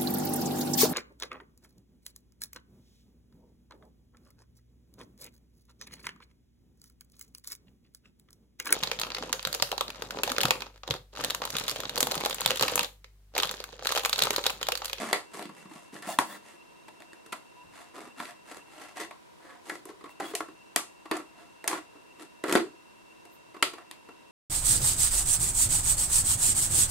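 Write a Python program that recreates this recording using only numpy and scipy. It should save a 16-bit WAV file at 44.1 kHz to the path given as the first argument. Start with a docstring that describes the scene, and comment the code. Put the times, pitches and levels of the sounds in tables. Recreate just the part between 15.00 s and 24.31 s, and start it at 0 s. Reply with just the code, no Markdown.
"""Sharp plastic snaps, dry scrapes, squeaks and thin metallic rings over hiss and a pulsing whine.
A thin bottle is turned on a carpet and cut with a small blade in a small room: its wall snaps through,
blade and fingers stick and slip along it, fingertips tap it, a slap and bangles ring, weight shifts.
Forces drive the resonances of wall and enclosed air, and a diffuse tail answers from the room.
The camera adds shaped noise for its hiss, and sine tones, gated or steady, for its electronics."""
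import sys
import numpy as np
from scipy import signal
from scipy.fft import rfft, irfft, next_fast_len
from scipy.io import wavfile
from scipy.ndimage import uniform_filter1d

SR = 44100
rng = np.random.default_rng(int(sys.argv[2]) if len(sys.argv) > 2 else 0)


def master_out(mix):
    """Clip the mix to full scale and print it as 16-bit PCM to the path in sys.argv[1]."""
    frames = np.transpose(np.atleast_2d(mix))
    ceiling = np.clip(frames, -1, 1)
    pcm = np.round(ceiling * 32767).astype(np.int16)
    wavfile.write(sys.argv[1], SR, pcm)


N = 410571


def amp(db):
    """Level as a pressure ratio: 20 dB is a factor of ten."""
    return 10 ** (np.asarray(db) / 20)


def rms(x):
    """Effective value: the root of the mean square."""
    return np.sqrt(np.mean(x ** 2) + 1e-20)


def along(points, hz):
    """Spectral curve: interpolates (hz, value) points on a logarithmic frequency axis."""
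    f, v = np.transpose(points)
    return np.interp(np.log(hz + 1), np.log(f + 1), v)


def filtered(x, response):
    """Linear filtering: multiplies the spectrum of x by a response of frequency."""
    n = x.shape[-1]
    m = 2 * next_fast_len(n // 2 + SR // 20)
    spectrum = rfft(x, m)
    return irfft(spectrum * response(np.fft.rfftfreq(m, 1 / SR)), m)[..., :n]


def causal(gain):
    """Minimum phase: folds the cepstrum so that the response follows its cause."""
    cepstrum = irfft(np.log(np.maximum(gain, 1e-6)))
    half = len(cepstrum) // 2
    cepstrum[1:half] *= 2
    cepstrum[half + 1:] = 0
    return np.exp(rfft(cepstrum))


def resonances(modes, f):
    """Modal superposition: adds the powers of damped modes (hz, width_hz, level_db) and returns a gain."""
    power = 0
    for centre, width, db in modes:
        peak = amp(db) * f * width / (centre * centre - f * f + 1j * f * width)
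        power = power + np.abs(peak) ** 2
    return np.sqrt(power)


def pair(size, side_db):
    """Partial coherence: noise shared by both channels plus a part of opposite sign."""
    mid, side = rng.standard_normal((2, size))
    return np.array([mid + amp(side_db) * side, mid - amp(side_db) * side])


def widened(x, width):
    """Mid-side stereo: scales the difference of the channels by (hz, side_db) points."""
    left, right = x
    mid = (left + right) / 2
    side = filtered((left - right) / 2, lambda f: amp(along(width, f)))
    return np.array([mid + side, mid - side])


def add(track, x, s):
    """Superposition: mixes x into the track from time s."""
    i = round(s * SR)
    x = x[:, max(-i, 0):N - i]
    track[:, max(i, 0):max(i, 0) + x.shape[1]] += x


def swell(t, start, crest, end, depth_db):
    """Amplitude envelope: grows to full strength at its crest and relaxes."""
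    phase = np.interp(t, [start, crest, end], [-1, 0, 1])
    return amp(-depth_db * np.abs(phase) ** 1.3) * (1 - phase ** 4)


def echo(x, side_db=-4):
    """Diffuse reverberation: convolves x with noise that decays at its own rate in each frequency bin."""
    # reverberation time of the room: hz, t60_s
    decay_times = [(150, 0.29), (400, 0.25), (1000, 0.22), (3000, 0.23), (8000, 0.27), (15000, 0.17)]
    # how strongly the room answers: hz, level_db
    room_colour = [(150, -1), (330, -2.5), (460, -2), (700, 1.5), (1200, 0.5), (3000, -0.5), (8000, -4),
                   (15000, -1)]
    hz, t, z = signal.stft(pair(SR // 4, side_db), SR, nperseg=256)
    decay = amp(-60 * t / along(decay_times, hz)[:, None])
    onset = 1 - np.exp(-t / 0.0006)
    tail = signal.istft(z * decay * onset, SR, nperseg=256)[1]
    tail = tail / np.linalg.norm(tail[0])
    tail = filtered(tail, lambda f: causal(amp(along(room_colour, f))))
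    return signal.fftconvolve(x, tail, axes=1)[:, :x.shape[1]]


def room(x, wet_db):
    """Direct and reverberant fields: adds the room's answer to the sound itself."""
    return x + amp(wet_db) * echo(x)


def bottle(force, all_round, hollow_hz, wet_db, window, db, thump_db, edge_db, crisp_db, panel,
           hollow_width_hz=42, hollow_db=12, panel_wet_db=-4):
    """Forced vibration: a force ahead and one all round excite the modes of the wall and enclosed air.

    Over the window (s), four bands set the strength of hollow, wall, edge and crease."""
    # modes of the bottle's wall: hz, width_hz, level_db
    wall_modes = [(310, 22, 10.5), (604, 29, 1.5), (708, 21, 7.5), (930, 63, -5.5), (1024, 10, 3.5),
                  (1115, 40, 4.5), (1351, 40, 6.5), (1694, 29, 4.5), (1954, 240, 4.5), (2580, 47, -0.5),
                  (3430, 140, -1), (3554, 71, 2), (4180, 100, 4), (4720, 180, -0.5)]
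    # colour of a slip or a snap: hz, level_db (spectral density, per Hz)
    plastic_colour = [(30, -4), (90, -6.5), (150, 0.5), (260, -2.5), (370, 1), (480, 1.5), (620, 4.5),
                      (1100, 3.5), (2000, -2), (3200, -7.5), (4400, -10.5), (5700, -6), (8000, -2.5),
                      (10500, -6.5), (13000, -14), (16000, -36)]
    modes = [(hollow_hz, hollow_width_hz, hollow_db), *wall_modes]

    def shell_response(f):
        # little sound leaves below the hollow note
        radiated = 0.18 + 1 / np.sqrt(1 + (0.84 * hollow_hz / (f + 1)) ** 8)
        return causal(amp(along(plastic_colour, f)) * radiated * np.hypot(1, resonances(modes, f)))

    shell, spread = filtered(np.array([force, all_round]), shell_response)
    x = shell + amp(wet_db) * echo(spread)
    # the panel adds its own note, which the room answers at its own level
    panel_note = filtered(shell, lambda f: causal(np.hypot(1, resonances(panel, f))) - 1)
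    x = x + room(panel_note, panel_wet_db)

    heard = slice(*(int(edge * SR) for edge in window))
    bands = [(150, 500), (600, 2200), (2400, 5000), (5000, 15000)]  # Hz
    parts = filtered(x.mean(0), lambda f: np.array([(f > lo) & (f < hi) for lo, hi in bands]))
    present_db = 20 * np.log10([rms(part[heard]) for part in parts])
    wanted_db = db + np.array([thump_db, 0, edge_db, crisp_db])
    hollow, wall, edge, crease = wanted_db - present_db
    colour = [(90, min(hollow, wall)), (200, hollow), (440, hollow), (620, wall), (1500, wall),
              (2700, edge), (4700, edge), (5500, crease)]
    return filtered(x, lambda f: causal(amp(along(colour, f))))


def strokes(slip_rate_hz=700, scatter_db=1.0, slip_s=0.0023, depth_db=12, panel_db=3, panel_q=9):
    """Stick-slip friction: blade and fingers make dense tiny rasps and a few harder catches on a panel."""
    # scrapes: start_s, crest_s, end_s, level_db (wall band), thump_db and crisp_db (relative to level_db),
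    # panel_hz (note of the rubbed panel)
    scrapes = [(-0.1, -0.005, 0.2, -38.5, -5, -8.5, 617), (0.307, 0.354, 0.49, -48.5, -5, -3.5, 990),
               (0.519, 0.571, 0.69, -59, -4, -4.5, 2110), (0.684, 0.732, 0.91, -59, -11, -2.5, 626),
               (0.918, 0.948, 1.02, -57, 1.5, 0, 1830), (1.004, 1.063, 1.08, -48, -11.0, -9.5, 1840),
               (1.062, 1.08, 1.17, -49, -5, 0.5, 800), (1.272, 1.316, 1.39, -48.5, -4.5, -13, 1750),
               (1.409, 1.492, 1.6, -58.5, -7, -4, 1940), (2.696, 2.781, 2.92, -53.5, -13, -8, 1030),
               (2.932, 2.973, 3.12, -47, -3, -11.5, 1200), (3.155, 3.218, 3.3, -45, -9.5, -8.5, 1380),
               (3.251, 3.296, 3.335, -49, -28, -9, 1800), (3.438, 3.524, 3.62, -49, -3.5, -6.5, 1730),
               (3.649, 3.814, 3.97, -50, -6.5, -7.5, 785), (3.952, 3.999, 4.07, -41.5, -3, -5.5, 1940),
               (4.381, 4.486, 4.61, -53, -10.5, -16, 1690), (4.63, 4.703, 4.81, -53.5, 3.5, -2, 1440),
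               (4.848, 4.893, 4.92, -54.5, 3, -10, 690), (5.195, 5.219, 5.27, -45, 1, -14, 785),
               (5.2, 5.276, 5.34, -51, 1.5, -5.5, 1470), (6.103, 6.139, 6.23, -42.5, -4.5, -13, 1070),
               (6.33, 6.408, 6.5, -57, -8, -13.0, 640), (6.669, 6.713, 6.8, -35, -6, -13, 1070),
               (6.899, 6.96, 7.02, -62.5, 5.5, -18.5, 646), (7.172, 7.214, 7.27, -53.0, 3.5, -4, 1340),
               (7.442, 7.511, 7.63, -35, -3, -11, 1890), (8.769, 8.784, 8.84, -53, -7, -23, 1900)]
    # the hollow note follows the grip: time_s, hollow_hz
    grip = [(0, 221), (.9, 174), (1.33, 223), (2.98, 269), (3.25, 257), (4, 339), (5.2, 290), (6.1, 324),
            (8.7, 330)]
    catch_rate_hz, catch_size, catch_s = 70, 5, 0.0008  # size is relative to one slip
    out = np.zeros((2, N))
    for start, crest, end, db, thump_db, crisp_db, panel_hz in scrapes:
        t = start + np.arange(int((end - start + .2) * SR)) / SR
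        slip_sizes = amp(scatter_db * np.clip(rng.standard_normal(len(t)), -2, 2))
        slips = (rng.random(len(t)) < slip_rate_hz / SR) * slip_sizes
        rasp = signal.lfilter([1], [1, -np.exp(-1 / (slip_s * SR))], slips)
        catches = (rng.random(len(t)) < catch_rate_hz / SR) * catch_size * rng.uniform(.5, 1.4, len(t))
        jerks = signal.lfilter([1], [1, -np.exp(-1 / (catch_s * SR))], catches)
        grit = rasp + .5 + jerks  # the constant is steady rubbing
        force = grit * pair(len(t), side_db=-11.5) * swell(t, start, crest, end, depth_db)
        middle = max(crest - start, .02)
        edge_db = -3 + 0.62 * crisp_db  # a crisper scrape has more edge too
        sound = bottle(force, force, np.interp(crest, *np.transpose(grip)), wet_db=-4.5,
                       window=(middle - .02, middle + .02), db=db, thump_db=thump_db, edge_db=edge_db,
                       crisp_db=crisp_db, panel=[(panel_hz, panel_hz / panel_q, panel_db)], hollow_db=14)
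        add(out, sound, start)
    return out


def hiss(before_widening_db=-61):
    """Stationary noise: microphone hiss, falling in the treble, largely of opposite sign in the channels."""
    # relative colour of the hiss: hz, level_db (spectral density, per Hz)
    hiss_colour = [(15, -26), (25, -18), (70, -13), (110, -10.5), (326, -5), (700, -8.5), (1000, -10),
                   (1500, -12), (3000, -16), (10700, -24.5), (14800, -34), (16000, -38)]
    # very wide, most of all in the low middle: hz, side_db
    hiss_spread = [(30, -10), (100, 16), (350, 15.5), (700, 15.5), (1400, 12.5), (2800, 10), (6000, 7.5),
                   (12000, 8)]
    noise = filtered(pair(N, side_db=-8.0), lambda f: amp(along(hiss_colour, f)))
    return amp(before_widening_db) * widened(noise / rms(noise), hiss_spread)


def steady_tones():
    """Phase diffusion: a random walk of phase makes the camera's steady tones slightly unsteady."""
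    # steady camera tones: hz, level_db (rms)
    lines = [(328, -73.5), (942, -71.5), (5523, -86), (8242, -85)]
    t = np.arange(N) / SR
    out = np.zeros(N)
    for hz, db in lines:
        drift = 0.0068 * np.cumsum(rng.standard_normal(N))  # radians
        out += np.sqrt(2) * amp(db) * np.sin(2 * np.pi * hz * t + drift)
    return out


def whine(hz=2720, db=-64.0, surge_db=7):
    """Phase and amplitude modulation: the camera's whine pauses ten times a second and surges twice.

    It also rests once; db is its rms level while it runs between surges."""
    t = np.arange(N) / SR
    running = ((t - .052) % .1 < .077) & ((t < 4.1) | (t > 5.08))
    surging = (t - .106) % .5 < .022
    gate = uniform_filter1d(running * amp(surge_db * surging), size=130)
    buzz = 0.65 * np.sin(2 * np.pi * 80 * t)
    return np.sqrt(2) * amp(db) * gate * np.sin(2 * np.pi * hz * t + buzz)


def warble(hz=985, blip_db=-59.5, held_db=-55, tick_hz=3822, tick_db=-69.5):
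    """Amplitude gating: a lower whine blips unevenly and holds once; a faint higher one ticks at 30 Hz.

    Levels are the rms of each sine with its gate fully open."""
    t = np.arange(N) / SR
    gaps = rng.uniform(.015, .04, 600)  # s
    blip = np.interp(t, np.cumsum(gaps), np.arange(len(gaps)))
    start_cycles = rng.random(len(gaps))[blip.astype(int)]  # a fresh phase for each blip
    blips = np.sin(np.pi * blip) ** 8 * np.sin(2 * np.pi * (hz * t + start_cycles))
    hold = uniform_filter1d(1. * ((t > 2.568) & (t < 2.638)), size=300)
    held = hold * np.sin(2 * np.pi * hz * t)
    tick_gate = np.maximum(np.cos(2 * np.pi * 30 * t), 0) ** 5
    ticks = tick_gate * np.sin(2 * np.pi * tick_hz * t)
    return np.sqrt(2) * (amp(blip_db) * blips + amp(held_db) * held + amp(tick_db) * ticks)


def snaps(push_s=0.00085, push=0.47, crack_s=0.0011, crack=1.36, flutter_hz=1900, flutter_t60_s=0.16,
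          bending_hz=450, panel_db=9, panel_q=6, overtone_db=-2, trim_db=-1.5):
    """Snap-through buckling: a panel cracks, flips in milliseconds, shoves the air inside and flutters."""
    # buckling of the wall: start_s, level_db (wall band, before trim_db),
    # thump_db, edge_db and crisp_db (relative to level_db), hollow_hz, panel_hz,
    # flip_s (time to flip), flutter_db (start of the flutter, before its filter)
    buckles = [(0.031, -38.5, -3, -11, -19, 378, 646, 0.0028, -18),
               (0.111, -39.5, -1.5, -10, -13, 378, 650, 0.0033, -18),
               (0.129, -23.5, -8, -3, -5.5, 410, 2060, 0.0033, -14),
               (0.371, -47.5, 0, -14, -5, 420, 785, 0.003, -16),
               (0.393, -40, -7, -9.5, -10.5, 227, 630, 0.0026, -8),
               (0.4245, -45.5, -1, -2.5, -4, 348, 664, 0.0042, -20),
               (0.4545, -49.5, 5.5, -2, -9, 204, 1000, 0.0025, -16),
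               (0.963, -47, -6, -7, -13, 397, 1810, 0.0065, -22),
               (1.023, -54, -2, 3, 4, 470, 1810, 0.0063, -18),
               (1.1873, -16.5, -13, -11.5, -13.5, 283, 946, 0.0031, -17),
               (1.8815, -48.5, -7, -8, -9.5, 333, 885, 0.0093, -10),
               (2.003, -53.5, -5, -5.5, -7, 330, 700, 0.0028, -4),
               (2.0215, -53.5, -10, -2, -8, 326, 1020, 0.0013, -22),
               (2.1315, -51.5, -3, -7, -7.5, 316, 1760, 0.0026, -11),
               (2.2615, -55.5, -0.5, -6, -2, 427, 1370, 0.0055, -15),
               (2.3225, -38, -15, -1.5, -9, 289, 980, 0.013, -11),
               (2.3269, -36, -8, -25, -7, 253, 1330, 0.0046, -5.5),
               (3.2002, -34.5, -7, -12, -19, 252, 1010, 0.0043, -10),
               (3.225, -45, -11, -11, -11, 260, 900, 0.002, -19),
               (3.2535, -53, -1, 6, -2, 263, 2160, 0.004, -21),
               (3.57, -55, 0, -4, -2, 370, 1060, 0.0016, -22),
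               (4.1092, -44, -14, -8, -15, 330, 1040, 0.0058, -5),
               (4.6952, -32, -16, -11, -13, 386, 2030, 0.0074, -15),
               (4.755, -44.5, 0, -12, -10, 333, 1950, 0.0029, -15),
               (4.854, -52, 7, -9, 3, 400, 1070, 0.0039, -25),
               (5.092, -50.5, -24, -14, -14, 320, 1040, 0.0044, -12),
               (5.1995, -33, -4, -13.5, -13, 388, 1090, 0.011, -21),
               (5.3513, -37, -18, 2.5, 6, 388, 680, 0.0044, -5),
               (5.405, -30, -7, -16.5, -19, 326, 1260, 0.0048, -10.5),
               (5.7608, -27, -8, -1.5, 4, 315, 1210, 0.0041, -9),
               (6.1122, -29.5, 1.5, -6.0, -10.5, 332, 1150, 0.0062, -0.5),
               (6.167, -41.5, 0, -7, -2, 330, 1190, 0.0073, -21),
               (6.6416, -39.5, -6, -12.5, -9, 370, 620, 0.0018, -3),
               (6.6768, -32.5, -13, 0, 7.5, 425, 1150, 0.0057, -10),
               (7.4384, -32, 3, -10.5, -11.5, 356, 1350, 0.0055, 1),
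               (7.494, -37.5, 7.5, -7, -6, 332, 1905, 0.0058, -9),
               (7.5248, -31.5, 7.5, 0, 2, 335, 1340, 0.0038, -13),
               (7.5522, -21.5, 3, -10.5, -12, 350, 1600, 0.0037, -12),
               (7.5575, -27.5, 1, -3.5, -10, 335, 724, 0.0052, -14),
               (7.572, -33, -18, -6, -8, 325, 1220, 0.0056, -12),
               (8.2525, -57, 3.5, -6, -4, 330, 710, 0.0059, -9),
               (8.6254, -21, -12, -1, -5.5, 368, 1270, 0.0055, -19),
               (8.735, -46, 1.5, -3.5, -8, 327, 1070, 0.009, 0),
               (8.9118, -49, -7, 4, 2.5, 327, 990, 0.0026, -4.5)]
    out, t = np.zeros((2, N)), np.arange(SR // 5) / SR
    shove = push * np.exp(-(t / push_s - 2) ** 2)
    kick = signal.unit_impulse(len(t), np.argmax(shove))
    crease = crack * np.exp(-(t / crack_s - 1) ** 2)

    def bending(f):
        """Band limitation: slow bending remains, yet hardly pumps the air."""
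        return 1j * f / (bending_hz + 1j * f) / (1 + 1j * f / flutter_hz) ** 2

    for s, db, thump_db, edge_db, crisp_db, hollow_hz, panel_hz, flip_s, flutter_db in [*buckles, *taps()]:
        flutter = amp(flutter_db - 60 * t / flutter_t60_s)
        wobble = filtered(flutter * pair(len(t), side_db=-8.0), bending)
        flip = np.exp(-(t / flip_s) ** 2) * (1 - np.exp(-t / (0.19 * flip_s)))
        tick = crease * np.diff(pair(len(t) + 1, side_db=-21.0))  # differencing favours the treble
        force = shove + tick + flip * pair(len(t), side_db=-12.0) + wobble
        # summed over all directions, the crack evens out into one clean kick
        flip_kick = np.linalg.norm(flip) * kick
        crease_kick = np.linalg.norm(crease) * np.diff(kick, prepend=0)
        all_round = shove + flip_kick + crease_kick + wobble
        panel = [(panel_hz, panel_hz / panel_q, panel_db),
                 (1.96 * panel_hz, panel_hz / 2, overtone_db)]  # note and overtone
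        sound = bottle(force, all_round, hollow_hz, wet_db=-5.0, window=(0, .012), db=db + trim_db,
                       thump_db=thump_db, edge_db=edge_db, crisp_db=crisp_db, panel=panel,
                       hollow_width_hz=62)
        add(out, sound, s)
    return out


def taps(edge_db=-12, crisp_db=-17, panel_hz=1100, flip_s=0.0086, flutter_db=-8):
    """Slow forcing: fingertips press a panel in as dull snaps that move the air inside."""
    # soft landings: start_s, level_db (wall band, before the trim in snaps),
    # thump_db (relative to level_db), hollow_hz
    landings = [(0.341, -49, 4, 418), (0.412, -48, 5.5, 343), (0.492, -46.5, 2.5, 200),
                (0.654, -53, 5.5, 175), (0.712, -50, 3.5, 300), (0.757, -51, 3.5, 208),
                (0.931, -53, 8, 164), (0.952, -48.5, 1, 334), (1.072, -41.5, 1, 204), (1.091, -52, -6, 203),
                (1.305, -52, -10, 240), (1.535, -62, 5, 313), (4.718, -48, 9.5, 313),
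                (4.888, -50.5, 7.5, 397), (4.902, -52, -3, 392), (5.009, -52.5, -2, 406),
                (5.04, -44, -0.5, 318), (5.057, -48, -1, 323), (5.336, -41, 9, 390),
                (5.484, -49.5, 4.5, 320), (6.056, -44.5, -2.5, 297), (6.199, -49, 1, 306),
                (8.544, -47.5, -2, 340), (8.565, -47.5, -1, 386), (8.782, -47.5, -15, 328),
                (9.088, -49, 2, 318)]
    return [(s, db, thump_db, edge_db, crisp_db, hollow_hz, panel_hz, flip_s, flutter_db)
            for s, db, thump_db, hollow_hz in landings]


def bangles():
    """Friction-driven modes: steel bangles rub as the hands move, and ring in thin high lines."""
    # slides on the wrists: start_s, crest_s, end_s, level_db (at the crest, before the room)
    slides = [(1.06, 1.1, 1.17, -44), (1.22, 1.32, 1.39, -52), (5.095, 5.105, 5.13, -62),
              (5.22, 5.28, 5.34, -55)]
    # ring of a steel bangle: hz, width_hz, level_db (relative)
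    ring_modes = [(2780, 40, -1), (3370, 50, 0), (3570, 40, -3), (3800, 50, -4), (4500, 60, 0),
                  (5350, 60, -4), (5900, 60, -5), (6650, 70, -3), (7250, 70, -2), (7900, 70, -2),
                  (8550, 70, -1), (9050, 70, 0), (10100, 90, -3), (11000, 120, -2), (11800, 90, -2),
                  (14800, 120, -4), (15550, 120, -5)]
    t = np.arange(N) / SR
    rub = pair(N, side_db=-11)
    ring = lambda f: causal(resonances(ring_modes, f))
    effort = np.zeros(N)
    for start, crest, end, db in slides:
        effort += amp(db) * swell(t, start, crest, end, depth_db=10.0)
    ringing = filtered(rub * effort, ring) / rms(filtered(rub, ring))
    return room(ringing, wet_db=-6)


def squeaks_and_rings():
    """Narrow-band noise: a band and its octave give squeaks, a slapped bottle's ring and a bangle's ring."""
    # squeaks, a slapped bottle's ring (781 Hz) and a bangle's ring (3345 Hz): start_s, crest_s, end_s,
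    # pitch_hz, width_hz, level_db (at the crest), octave_db (relative to the main band)
    sung_bands = [(1.068, 1.09, 1.2, 690, 190, -36.5, -20), (1.068, 1.095, 1.15, 1030, 50, -43, -16),
                  (1.12, 1.14, 1.16, 1745, 60, -44.5, -14), (1.28, 1.315, 1.36, 1740, 70, -51, -5),
                  (1.3, 1.345, 1.39, 1950, 200, -50, -14), (5.198, 5.212, 5.29, 781, 36, -39, -17),
                  (5.2, 5.27, 5.35, 3345, 70, -51.5, -20), (8.29, 8.34, 8.4, 13000, 2600, -65, -40)]
    out = np.zeros((2, N))
    for start, crest, end, hz, width, db, octave_db in sung_bands:
        t = start + np.arange(int((end - start) * SR)) / SR

        def bands(f):
            """Resonant selection: a narrow band and a wider one at the octave."""
            octave = resonances([(2 * hz, 2 * width, 0)], f) ** 2
            return resonances([(hz, width, 0)], f) ** 2 + amp(octave_db) * octave

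        tone = filtered(pair(len(t), side_db=-12), bands)
        add(out, amp(db) * tone / rms(tone) * swell(t, start, crest, end, depth_db=19), start)
    return out


def carpet(db=-63):
    """Low-frequency resonance: a soft bump at two low bands as weight shifts on the floor."""
    modes = [(70, 30, -1.6), (164, 79, -1.4)]  # hz, width_hz, level_db (squared in the filter)
    bump = filtered(pair(N, side_db=-10), lambda f: resonances(modes, f) ** 2)
    push = swell(np.arange(N) / SR, 2.62, 2.66, 2.85, depth_db=13)
    return amp(db) * bump / rms(bump) * push


def scene():
    """Superposition: the handling, most alike in both channels near the hollow note, plus camera noise."""
    # how much the two microphones differ: hz, side_db
    handling_spread = [(60, 9), (130, 2), (300, -5.5), (700, -1.5), (1400, 1), (2800, 4), (5500, 7.5),
                       (9000, 4.5), (14000, 5.5)]
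    handling = strokes() + snaps() + bangles() + squeaks_and_rings() + carpet()
    return widened(handling, handling_spread) + hiss() + steady_tones() + whine() + warble()


def record(dry, top_hz=16300):
    """Band limitation: the camera keeps nothing above its upper limit."""
    return filtered(dry, lambda hz: hz < top_hz)


dry = scene()
out = record(dry)
master_out(out)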